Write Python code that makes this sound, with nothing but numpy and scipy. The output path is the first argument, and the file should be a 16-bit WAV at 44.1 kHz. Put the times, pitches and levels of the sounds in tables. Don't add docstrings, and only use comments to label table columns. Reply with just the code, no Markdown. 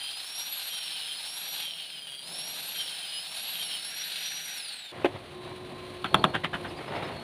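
import sys
import numpy as np
from scipy import signal
from scipy.fft import rfft, irfft, next_fast_len
from scipy.io import wavfile
from scipy.ndimage import uniform_filter1d

SR = 44100
rng = np.random.default_rng(int(sys.argv[2]) if len(sys.argv) > 2 else 0)


def materialize(psi):
    bounded = np.clip(np.atleast_2d(psi).T, -1, 1)
    quanta = np.round(bounded * 32767).astype(np.int16)
    wavfile.write(sys.argv[1], SR, quanta)


N = 318827
TIME = np.arange(N) / SR


def from_db(db):
    return 10 ** (np.asarray(db) / 20)


def unit_rms(x):
    return x / np.sqrt(np.mean(x ** 2) + 1e-20)


def evened(x):
    return x / np.sqrt(np.abs(uniform_filter1d(x ** 2, size=2200)) + 1e-9)


def in_time(rows):
    times, *columns = np.transpose(rows)
    return [np.interp(TIME, times, column) for column in columns]


def ramp(at_s, takes_s):
    return np.clip((TIME - at_s) / takes_s + .5, 0, 1)


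def bell(at_s, length_s):
    return np.exp(-(2 * (TIME - at_s) / length_s) ** 2)


def bumps(rows):
    return sum(from_db(db) * bell(at_s, length_s) for at_s, db, length_s, *_ in rows)


def bursts(starts, db, rise_s, shape=1.75):
    age = np.maximum(TIME[:, None] - starts, 0) / rise_s
    return (age * np.exp(1 - np.minimum(age, 60))) ** shape @ from_db(db)


def lagged(x, lag_s):
    pole = np.exp(-1 / (lag_s * SR))
    return signal.lfilter([1 - pole], [1, -pole], x, zi=[pole * x[0]])[0]


def drift(rate_hz):
    pole = np.exp(-40 * np.pi * rate_hz / SR)
    white = rng.standard_normal(N // 20 + 2002)
    slow = signal.lfilter([1], [1, -2 * pole, pole * pole], white)[2000:]
    return np.interp(np.arange(N) / 20, np.arange(len(slow)), unit_rms(slow))


def noise(spectrum, band=(20, 16000)):
    size = next_fast_len(N, True)
    hz = np.arange(size // 2 + 1) * SR / size
    points, levels = np.transpose(spectrum)
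    gain = from_db(np.interp(np.log(hz + 1), np.log(points), levels, left=-90, right=-90))
    band_power = np.mean(gain ** 2 * (hz > band[0]) * (hz < band[1]))
    return irfft(rfft(rng.standard_normal(size)) * gain, size)[:N] / np.sqrt(band_power)


def sine(hz):
    return np.sqrt(2) * np.sin(2 * np.pi * np.cumsum(hz) / SR)


def impulses(times, sizes):
    return np.bincount(np.round(np.asarray(times) * SR).astype(int), sizes, N)[:N]


def ring(force, modes):
    out = 0
    for k, (hz, db, t60) in enumerate(modes):
        radius, angle = from_db(-60 / (t60 * SR)), 2 * np.pi * hz / SR
        feedback = [1, -2 * radius * np.cos(angle), radius * radius]
        mode = signal.lfilter([0, np.sin(angle)], feedback, force + 1e-18)
        out = out + (-1) ** k * from_db(db) * mode
    return out


# delay in seconds, level re the direct sound in dB.
REFLECTIONS = [(.0031, -25), (.0074, -19.5), (0.013, -18.5), (.021, -16.5)]

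def echoes(x):
    out, power = x, 1
    for delay, db in REFLECTIONS:
        out = out + from_db(db) * np.pad(x, (round(delay * SR), 0))[:N]
        power += from_db(db) ** 2
    return out / np.sqrt(power)


def reverberation(x, t60=0.25, dull_hz=1500, wet_db=-17):
    age = TIME[:SR // 2]
    tail = rng.standard_normal(len(age)) * from_db(-60 * age / t60) * (age > .012)
    tail = signal.sosfilt(signal.butter(1, dull_hz, fs=SR, output="sos"), tail / np.linalg.norm(tail))
    return x + from_db(wet_db) * signal.fftconvolve(x, tail)[:N]


# time in seconds, relative levels of rumble and of hiss in dB.
BACKGROUND_LEVELS = [(4.97, -49, -48), (5.13, -46, -48.5), (6.05, -44.5, -47), (6.23, -38.5, -46.5),
                     (6.46, -44, -51.5), (6.62, -38, -46), (6.94, -47, -46.5), (7.23, -40, -46)]
# frequency in Hz, relative density in dB.
BACKGROUND_RUMBLE = [(15, -59), (25, -22), (107, -5.5), (212, -9), (282, -10.5), (320, -11.5), (357, -3.5),
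                     (393, -12), (729, -11), (801, -15), (1100, -20), (1430, -68), (2420, -120)]
BACKGROUND_HISS = [(800, -12), (1100, 6), (1350, 0), (2000, 1), (3000, 1), (4300, -1.5), (5100, -15),
                   (7000, -21), (8200, -18.5), (9400, -10), (11500, -23), (15500, -27)]

def background_noise():
    rumble_db, hiss_db = in_time(BACKGROUND_LEVELS)
    rumble = from_db(rumble_db - 1.2) * noise(BACKGROUND_RUMBLE, (60, 900))
    hiss = from_db(hiss_db - 3.0) * noise(BACKGROUND_HISS, (1200, 4500))
    return from_db(2.3 * drift(4)) * rumble + from_db(1.6 * drift(55)) * hiss


# time in seconds, level in dB.
HUM_LEVEL = [(4.92, -50), (5.28, -57), (5.36, -43), (6.0, -46), (6.75, -46.5), (6.88, -53), (7.23, -67)]
# frequency in Hz, relative level in dB.
HUM_PARTIALS = [(360.7, -2), (1050, -11.5), (1179, -36), (3596, -22), (3978, -15)]

def far_machine():
    hum = sum(from_db(db + 1.6 * drift(8.5)) * sine(hz * (1 + 0.0098 * drift(10.2)))
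              for hz, db in HUM_PARTIALS)
    return from_db(in_time(HUM_LEVEL)[0]) * hum


# centre in seconds, level in dB, length in seconds.
TRILLS = [(6.19, -51.5, 0.34), (7.19, -52.5, 0.15)]

def trill(hz=4317):
    return bumps(TRILLS) * from_db(2.1 * drift(30)) * sine(hz * (1 + 0.0032 * drift(33)))


# centre in seconds, frequency in Hz, level in dB, length in seconds.
BIRD_CHIRPS = [(6.2, 4650, -47, 0.0061), (6.694, 5100, -56, 0.024), (6.732, 3800, -55, 0.026),
               (6.777, 4700, -52, 0.024), (6.883, 5140, -60, .04), (6.963, 5180, -56, 0.021),
               (7.038, 3790, -43.5, 0.019), (7.055, 5100, -55, .03)]

def far_birds():
    waver = 1 + 0.018 * drift(80)
    return sum(from_db(db) * bell(at, length) * sine(hz * waver) for at, hz, db, length in BIRD_CHIRPS)


# centre in seconds, relative level in dB, length in seconds.
RUBS = [(5.0, -41.5, 0.17), (5.155, -38.5, .035), (5.49, -45, 0.089), (6.8, -42, 0.046), (6.95, -35, 0.21),
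        (7.09, -38, 0.19)]
# frequency in Hz, relative density in dB.
RUB_SPECTRUM = [(59, -24), (100, 7), (233, -3), (353, 0.5), (774, 1.5), (1530, -8.5), (2050, -7),
                (3290, -13), (3890, -14.5), (5640, -36), (14000, -47)]

def rubbing(grain_db=2.5):
    return bumps(RUBS) * from_db(grain_db * drift(90) - 1.3) * noise(RUB_SPECTRUM)


def contact(force, hard_hz, grit, grit_s):
    age = TIME[:SR // 8]
    crunch = grit * rng.standard_normal(len(age)) * np.exp(-age / grit_s)
    pole = np.exp(-2 * np.pi * hard_hz / SR)
    return signal.lfilter([1 - pole], [1, -pole], force + signal.fftconvolve(force, crunch)[:N])


# time in seconds, impulse level in dB.
LANDINGS = [(5.0443, -16), (5.0465, -22), (5.0516, -34), (5.0554, -20), (5.0612, -26.5)]
# frequency in Hz, gain in dB, T60 in seconds.
KNOCK_MODES = [(286, 0, 0.044), (409, 3.5, 0.038), (574, -5, 0.09), (690, -5.5, .04), (805, -5, 0.034),
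               (1090, -11.5, 0.028), (1540, -23, 0.027), (2320, -35, .03), (2620, -22, 0.033),
               (3380, -29, 0.019)]
# frequency in Hz, relative density in dB.
CLACK_SPECTRUM = [(200, -20), (260, 2), (420, 2), (700, 0), (1100, -1), (1600, -1), (2500, 0), (3400, -6),
                  (4100, -13), (5200, -30), (7500, -33), (9500, -29), (15000, -42)]

def stick(clack_db=-12):
    times, db = np.transpose(LANDINGS)
    force = contact(impulses(times, from_db(db)), hard_hz=5000, grit=0.052, grit_s=0.0056)
    clack = bursts(times, db + clack_db, rise_s=0.002, shape=0.39) * noise(CLACK_SPECTRUM)
    return ring(force, KNOCK_MODES) + clack


# start in seconds, blow level in dB, contact cutoff in Hz, relative tearing level
# in dB, its rise time in seconds, pitch ratio of the splitting wood's whole ring.
KNIFE_TAPS = [(6.0435, -20.5, 5000, -26.5, 0.011, 0.84), (6.1438, -5.5, 6960, -25, 0.0079, 0.9),
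              (6.2407, -6.5, 2750, -22.5, 0.0069, .9), (6.337, -33, 1000, -22.5, 0.014, 0.93),
              (6.434, -54, 1000, -22.5, 0.011, 1.22), (6.528, -58, 1000, -26.5, 0.014, 1),
              (6.641, -60, 1000, -31.5, 0.013, 0.92)]
# frequency in Hz, gain in dB, T60 in seconds.
BLADE_MODES = [(639, -15.5, 0.099), (902, -9, 0.03), (1080, 0, 0.02), (1325, 0, 0.012), (1500, -18, 0.043),
               (1600, -9.5, 0.023), (2110, -20, 0.014), (2670, -17, 0.047), (2870, -20, 0.0087),
               (3160, -7.5, 0.0083), (3450, -1.5, 0.014), (5670, -32, 0.028), (7280, -30.5, 0.029),
               (8960, -24, 0.018), (10460, -14, 0.0073), (13900, -21, .005)]
PLANK_MODES = [(114, -47, .2), (148.4, -22.5, 0.18), (195, -18.5, 0.22), (245, -21.5, 0.11),
               (345, -32, 0.059), (755, -23.5, 0.14), (1170, -32, .09)]
SPLITTING_MODES = [(1120, -1.5, 0.0087), (1450, -3, 0.029), (1690, 4, 0.014), (2030, -3, 0.013),
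                   (3070, -7, 0.015)]
# frequency in Hz, relative density in dB.
FIBRE_SPECTRUM = [(90, -6), (170, 13), (450, 0.5), (800, 8), (1500, 2), (2200, 0.5), (3200, 3), (3900, -8),
                  (5000, -26), (7500, -32), (9500, -22), (15000, -49)]

def knife(rebound_s=0.0069, rebound_db=-11, crack_db=-8, woody_db=-3):
    starts, blow_db, cutoffs, *_ = np.transpose(KNIFE_TAPS)
    force = 0
    for start, db, hard_hz in zip(starts, blow_db, cutoffs):
        blow = impulses([start, start + rebound_s], from_db([db, db + rebound_db]))
        force = force + contact(blow, hard_hz, grit=0.016, grit_s=0.0028)
    fibres = noise(FIBRE_SPECTRUM)
    crack = bursts(starts, blow_db + crack_db, rise_s=0.0012) * fibres
    snapping = rng.standard_normal(N)
    uneven = from_db(2.1 * drift(230) - 4.5)
    tearing = 0
    for start, _, _, tear_db, rise_s, pitch in KNIFE_TAPS:
        woody = unit_rms(ring(snapping, np.multiply(SPLITTING_MODES, [pitch, 1, 1])))
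        rasp = from_db(-0.5) * fibres + from_db(woody_db) * woody
        tearing = tearing + bursts([start], [tear_db], rise_s) * uneven * rasp
    radiation = signal.butter(2, 100, "high", fs=SR, output="sos")
    deck = signal.sosfilt(radiation, ring(force, PLANK_MODES))
    return ring(force, BLADE_MODES) + deck + from_db(-14) * force + crack + tearing


FREE_SPEED, FULL_DRAG = 170.08, 30
# start, deepest moment and end in seconds,
# then the drag at each of the three in turns per second.
BITES = [(0, .055, .164, 28, 23.5, 25.8), (.648, 1.146, 1.189, 4.4, 27.5, 7.9),
         (1.543, 2.076, 2.231, 1, 39.3, 24.6), (2.742, 3.059, 3.228, 9.4, 31, 10.2),
         (3.561, 3.753, 3.787, 6.3, 24, 23.3)]

def motor(inertia_s=.128, switch_off_s=4.558, half_speed_s=.536):
    drag = sum(np.interp(TIME, bite[:3], bite[3:], left=0, right=0) for bite in BITES)
    coasting = 1 + np.maximum(TIME - switch_off_s, 0) / half_speed_s
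    speed = (FREE_SPEED - lagged(drag, inertia_s)) / coasting
    load = lagged(drag / FULL_DRAG, lag_s=.015)
    return speed, load


def lifted():
    return ramp(at_s=3.83, takes_s=0.11)


def dip_db(depth_db=-7, start_s=1.666, end_s=2.247, fade_s=0.08):
    return depth_db * (ramp(start_s, fade_s) - ramp(end_s, fade_s))


# time in seconds, relative level in dB.
RUSH_ENVELOPE = [(0, -42.5), (.35, -43.5), (.6, -40.5), (1.05, -41), (1.25, -43), (1.6, -39.5), (1.9, -40),
                 (2.12, -47.5), (2.3, -44), (2.65, -40.5), (3.05, -42), (3.35, -42.5), (3.56, -40),
                 (3.9, -42.5), (4.12, -39), (4.45, -42.5), (4.72, -43.5), (4.9, -50)]
DRONE_ENVELOPE = [(0, -78), (1.3, -71.5), (1.5, -68), (2.2, -71), (2.3, -59.5), (3.2, -70.5), (3.5, -65.5),
                  (4.4, -66.5), (4.9, -71.5)]
# frequency in Hz, relative density in dB.
RUSH_SPECTRUM = [(1800, -31), (2300, -13), (2600, -5.5), (3300, -3), (3700, 0), (4050, 1), (4350, -.5),
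                 (4650, -8), (5200, -14.5), (6000, -27)]
HISS_SPECTRUM = [(4500, -1), (5500, -1.5), (6500, 0.5), (7400, 1.5), (8000, 2), (10500, 1.5), (11400, 3),
                 (12000, -3.5), (13500, -2.5), (15500, -3)]
RASP_SPECTRUM = [(30, -19), (80, -7), (130, -10), (200, -9.5), (300, -7.5), (420, -8), (600, -2.5),
                 (780, 6), (1050, -0.5), (1300, 1), (1700, -10)]
BODY_SPECTRUM = [(1100, -41), (1400, 4.5), (1600, 8.5), (1800, 5.5), (2100, 6.5), (2400, 8.5), (3000, 5)]
CASING_SPECTRUM = [(7800, -30), (8500, -3.5), (9100, -1), (9450, 3.5), (9900, -2.5), (10300, -9.5),
                   (11200, -13)]
DRONE_SPECTRUM = [(70, -23), (120, -8), (150, -4), (180, 4.5), (215, -5), (300, -6.5), (450, -5.5),
                  (700, 0), (1000, -14)]

def fan(speed, load, throb=0.011, gust_db=1.45, flicker_db=1.03):
    def level(free_db, exponent, load_db, lifted_db):
        speed_db = exponent * 20 * np.log10(speed / FREE_SPEED)
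        return free_db + speed_db + load_db * load + lifted_db * lifted() + dip_db()

    rush_db = in_time(RUSH_ENVELOPE)[0] + dip_db() - 0.12
    hiss_db = level(free_db=-55, exponent=3.15, load_db=-0.7, lifted_db=-0.5)
    rasp_db = level(free_db=-55, exponent=0.99, load_db=-1.3, lifted_db=-3)
    body_db = level(free_db=-52, exponent=1.63, load_db=1.5, lifted_db=4)
    casing_db = level(free_db=-50, exponent=3, load_db=4, lifted_db=-2)
    rush = from_db(rush_db + flicker_db * drift(18)) * noise(RUSH_SPECTRUM, (3500, 4500))
    hiss = from_db(hiss_db) * noise(HISS_SPECTRUM, (6200, 8200))
    rasp = from_db(rasp_db + flicker_db * drift(27)) * noise(RASP_SPECTRUM, (400, 1300))
    body = from_db(body_db + flicker_db * drift(20)) * noise(BODY_SPECTRUM, (1400, 2400))
    casing = from_db(casing_db + flicker_db * drift(25)) * noise(CASING_SPECTRUM, (8600, 9700))
    unbalance = noise(DRONE_SPECTRUM, (110, 220)) + 0.34 * sine(speed)
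    drone = from_db(in_time(DRONE_ENVELOPE)[0] + 1) * unbalance
    air = (rush + hiss + rasp + body + casing) * (1 + throb * sine(speed))
    return air * from_db(gust_db * drift(47)) + drone


# speed in turns per second,
# relative levels of the mesh tone and of its octave in dB.
WHINE_BY_SPEED = [(104, -46, -63), (113, -46, -53), (125, -48, -55), (138, -46, -45), (146, -46, -53),
                  (155, -51, -54), (161, -46, -49), (166, -44, -47), (168, -52, -44), (169.2, -58, -44),
                  (169.7, -42, -50), (170.1, -44, -50)]
# centre in seconds,
# changes of the mesh tone and of its octave in dB, length in seconds.
WHINE_SWELLS = [(0.42, 7, -1, 0.19), (0.54, -9, 6, 0.066), (1.31, 3, 6, .1), (1.4, -10, 3.5, 0.065),
                (1.52, 9, 1.5, 0.12), (1.917, -0.5, -5, 0.74), (2.4, 4.5, 5.5, 0.17), (3.166, 8, 9, 0.072),
                (3.475, -11, 4.5, 0.29), (3.872, 1, 8, .07), (4.011, 11, -8, 0.058), (4.15, 1, -18, 0.076),
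                (4.31, 3.5, 0, 0.2), (4.637, 2, 11.5, 0.088)]

def gears(speed, load, teeth=34, wobble=0.00118):
    mesh_hz = teeth * speed * (1 + wobble * drift(53))
    speeds, *levels = np.transpose(WHINE_BY_SPEED)
    swells = sum(np.outer(changes, bell(at, length)) for at, *changes, length in WHINE_SWELLS)
    mesh_db, octave_db = swells + dip_db() + [np.interp(speed, speeds, db) for db in levels]
    mesh_db = mesh_db - 2 + (2.2 + 1.5 * load) * drift(38)
    octave_db = octave_db - 1 - 2 * lifted() + 3.5 * drift(31)
    return from_db(mesh_db) * sine(mesh_hz) + from_db(octave_db) * sine(2 * mesh_hz)


# frequency in Hz, gain in dB, T60 in seconds.
BENDING_MODES = [(2547, 4.5, 0.09), (2710, -22, 0.027), (2940, 11, 0.084), (3150, 15.5, 0.053),
                 (3293, 5, 0.06), (3530, -18, 0.017), (4050, -23, .012)]
HIGH_MODES = [(6070, -36, 0.0097), (7100, -17, 0.011), (9200, -7, 0.027), (9640, 15, 0.0062),
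              (11130, 6, 0.013), (13300, 4, 0.0087), (15500, 0, 0.011)]
# centre in seconds, relative level in dB, length in seconds,
# frequency favoured by the point of contact in Hz.
DISC_SQUEALS = [(.05, -45.5, 0.17, 3240), (.75, -44, 0.098, 3120), (.86, -51.5, 0.13, 3100),
                (.99, -45.5, .14, 3000), (1.11, -44.5, 0.084, 3240), (1.66, -42, 0.14, 3260),
                (1.81, -47, 0.092, 3010), (1.96, -52.5, 0.099, 3040), (2.12, -49.5, 0.17, 3310),
                (2.8, -38, 0.07, 3130), (2.91, -49, .13, 3130), (3.05, -48.5, 0.048, 3160),
                (3.16, -42, 0.091, 3070), (3.55, -45, 0.033, 3140), (3.61, -42, 0.081, 3070),
                (3.73, -41, 0.087, 3010)]
# start in seconds, relative level in dB.
DISC_SNAGS = [(1.6682, -33), (1.708, -27), (1.736, -35), (1.7862, -31), (1.799, -30), (1.816, -36),
              (1.9023, -35), (3.1292, -37)]

def disc(speed, load, favour_db=13, favour_width_hz=170, uneven_db=2.8, screech_db=-14):
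    turns = np.cumsum(speed) / SR
    hit_times = np.flatnonzero(np.diff(np.floor(turns))) / SR
    hits = impulses(hit_times, from_db(uneven_db * rng.standard_normal(len(hit_times))))
    force = hits + .035 * rng.standard_normal(N) * np.exp(-2.5 * (turns % 1))
    *_, favoured_hz = in_time(DISC_SQUEALS)
    ringing = 0
    for mode in BENDING_MODES:
        nearness = np.exp(-((mode[0] - favoured_hz) / favour_width_hz) ** 2)
        ringing = ringing + from_db(favour_db * nearness + 2 * drift(22)) * ring(force, [mode])
    squeal = evened(ringing) + from_db(screech_db) * evened(ring(force, HIGH_MODES))
    envelope = bumps(DISC_SQUEALS) + from_db(-62) + from_db(-57) * load
    scrape = 0.59 * noise(RUSH_SPECTRUM)
    clang = 0.89 * unit_rms(ring(rng.standard_normal(N), BENDING_MODES))
    snag_times, snag_db = np.transpose(DISC_SNAGS)
    snags = bursts(snag_times, snag_db, rise_s=0.00087) * (scrape + clang)
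    return from_db(3) * envelope * squeal + from_db(-2.5) * snags


def scene(change_s=4.92):
    speed, load = motor()
    grinder = gears(speed, load) + echoes(fan(speed, load)) + disc(speed, load)
    handwork = reverberation(stick() + knife()) + echoes(rubbing())
    background = echoes(background_noise()) + far_machine() + trill() + far_birds()
    crossfade = ramp(change_s, takes_s=0.0033)
    mono = (1 - crossfade) * grinder + crossfade * (handwork + background)
    return np.array([mono, mono])


def record(dry, low_hz=46, high_hz=15550):
    high_pass = signal.butter(2, low_hz, "high", fs=SR, output="sos")
    low_pass = signal.ellip(12, .1, 80, high_hz, fs=SR, output="sos")
    return signal.sosfilt(low_pass, np.tanh(signal.sosfilt(high_pass, dry)))


dry = scene()
out = record(dry)
materialize(out)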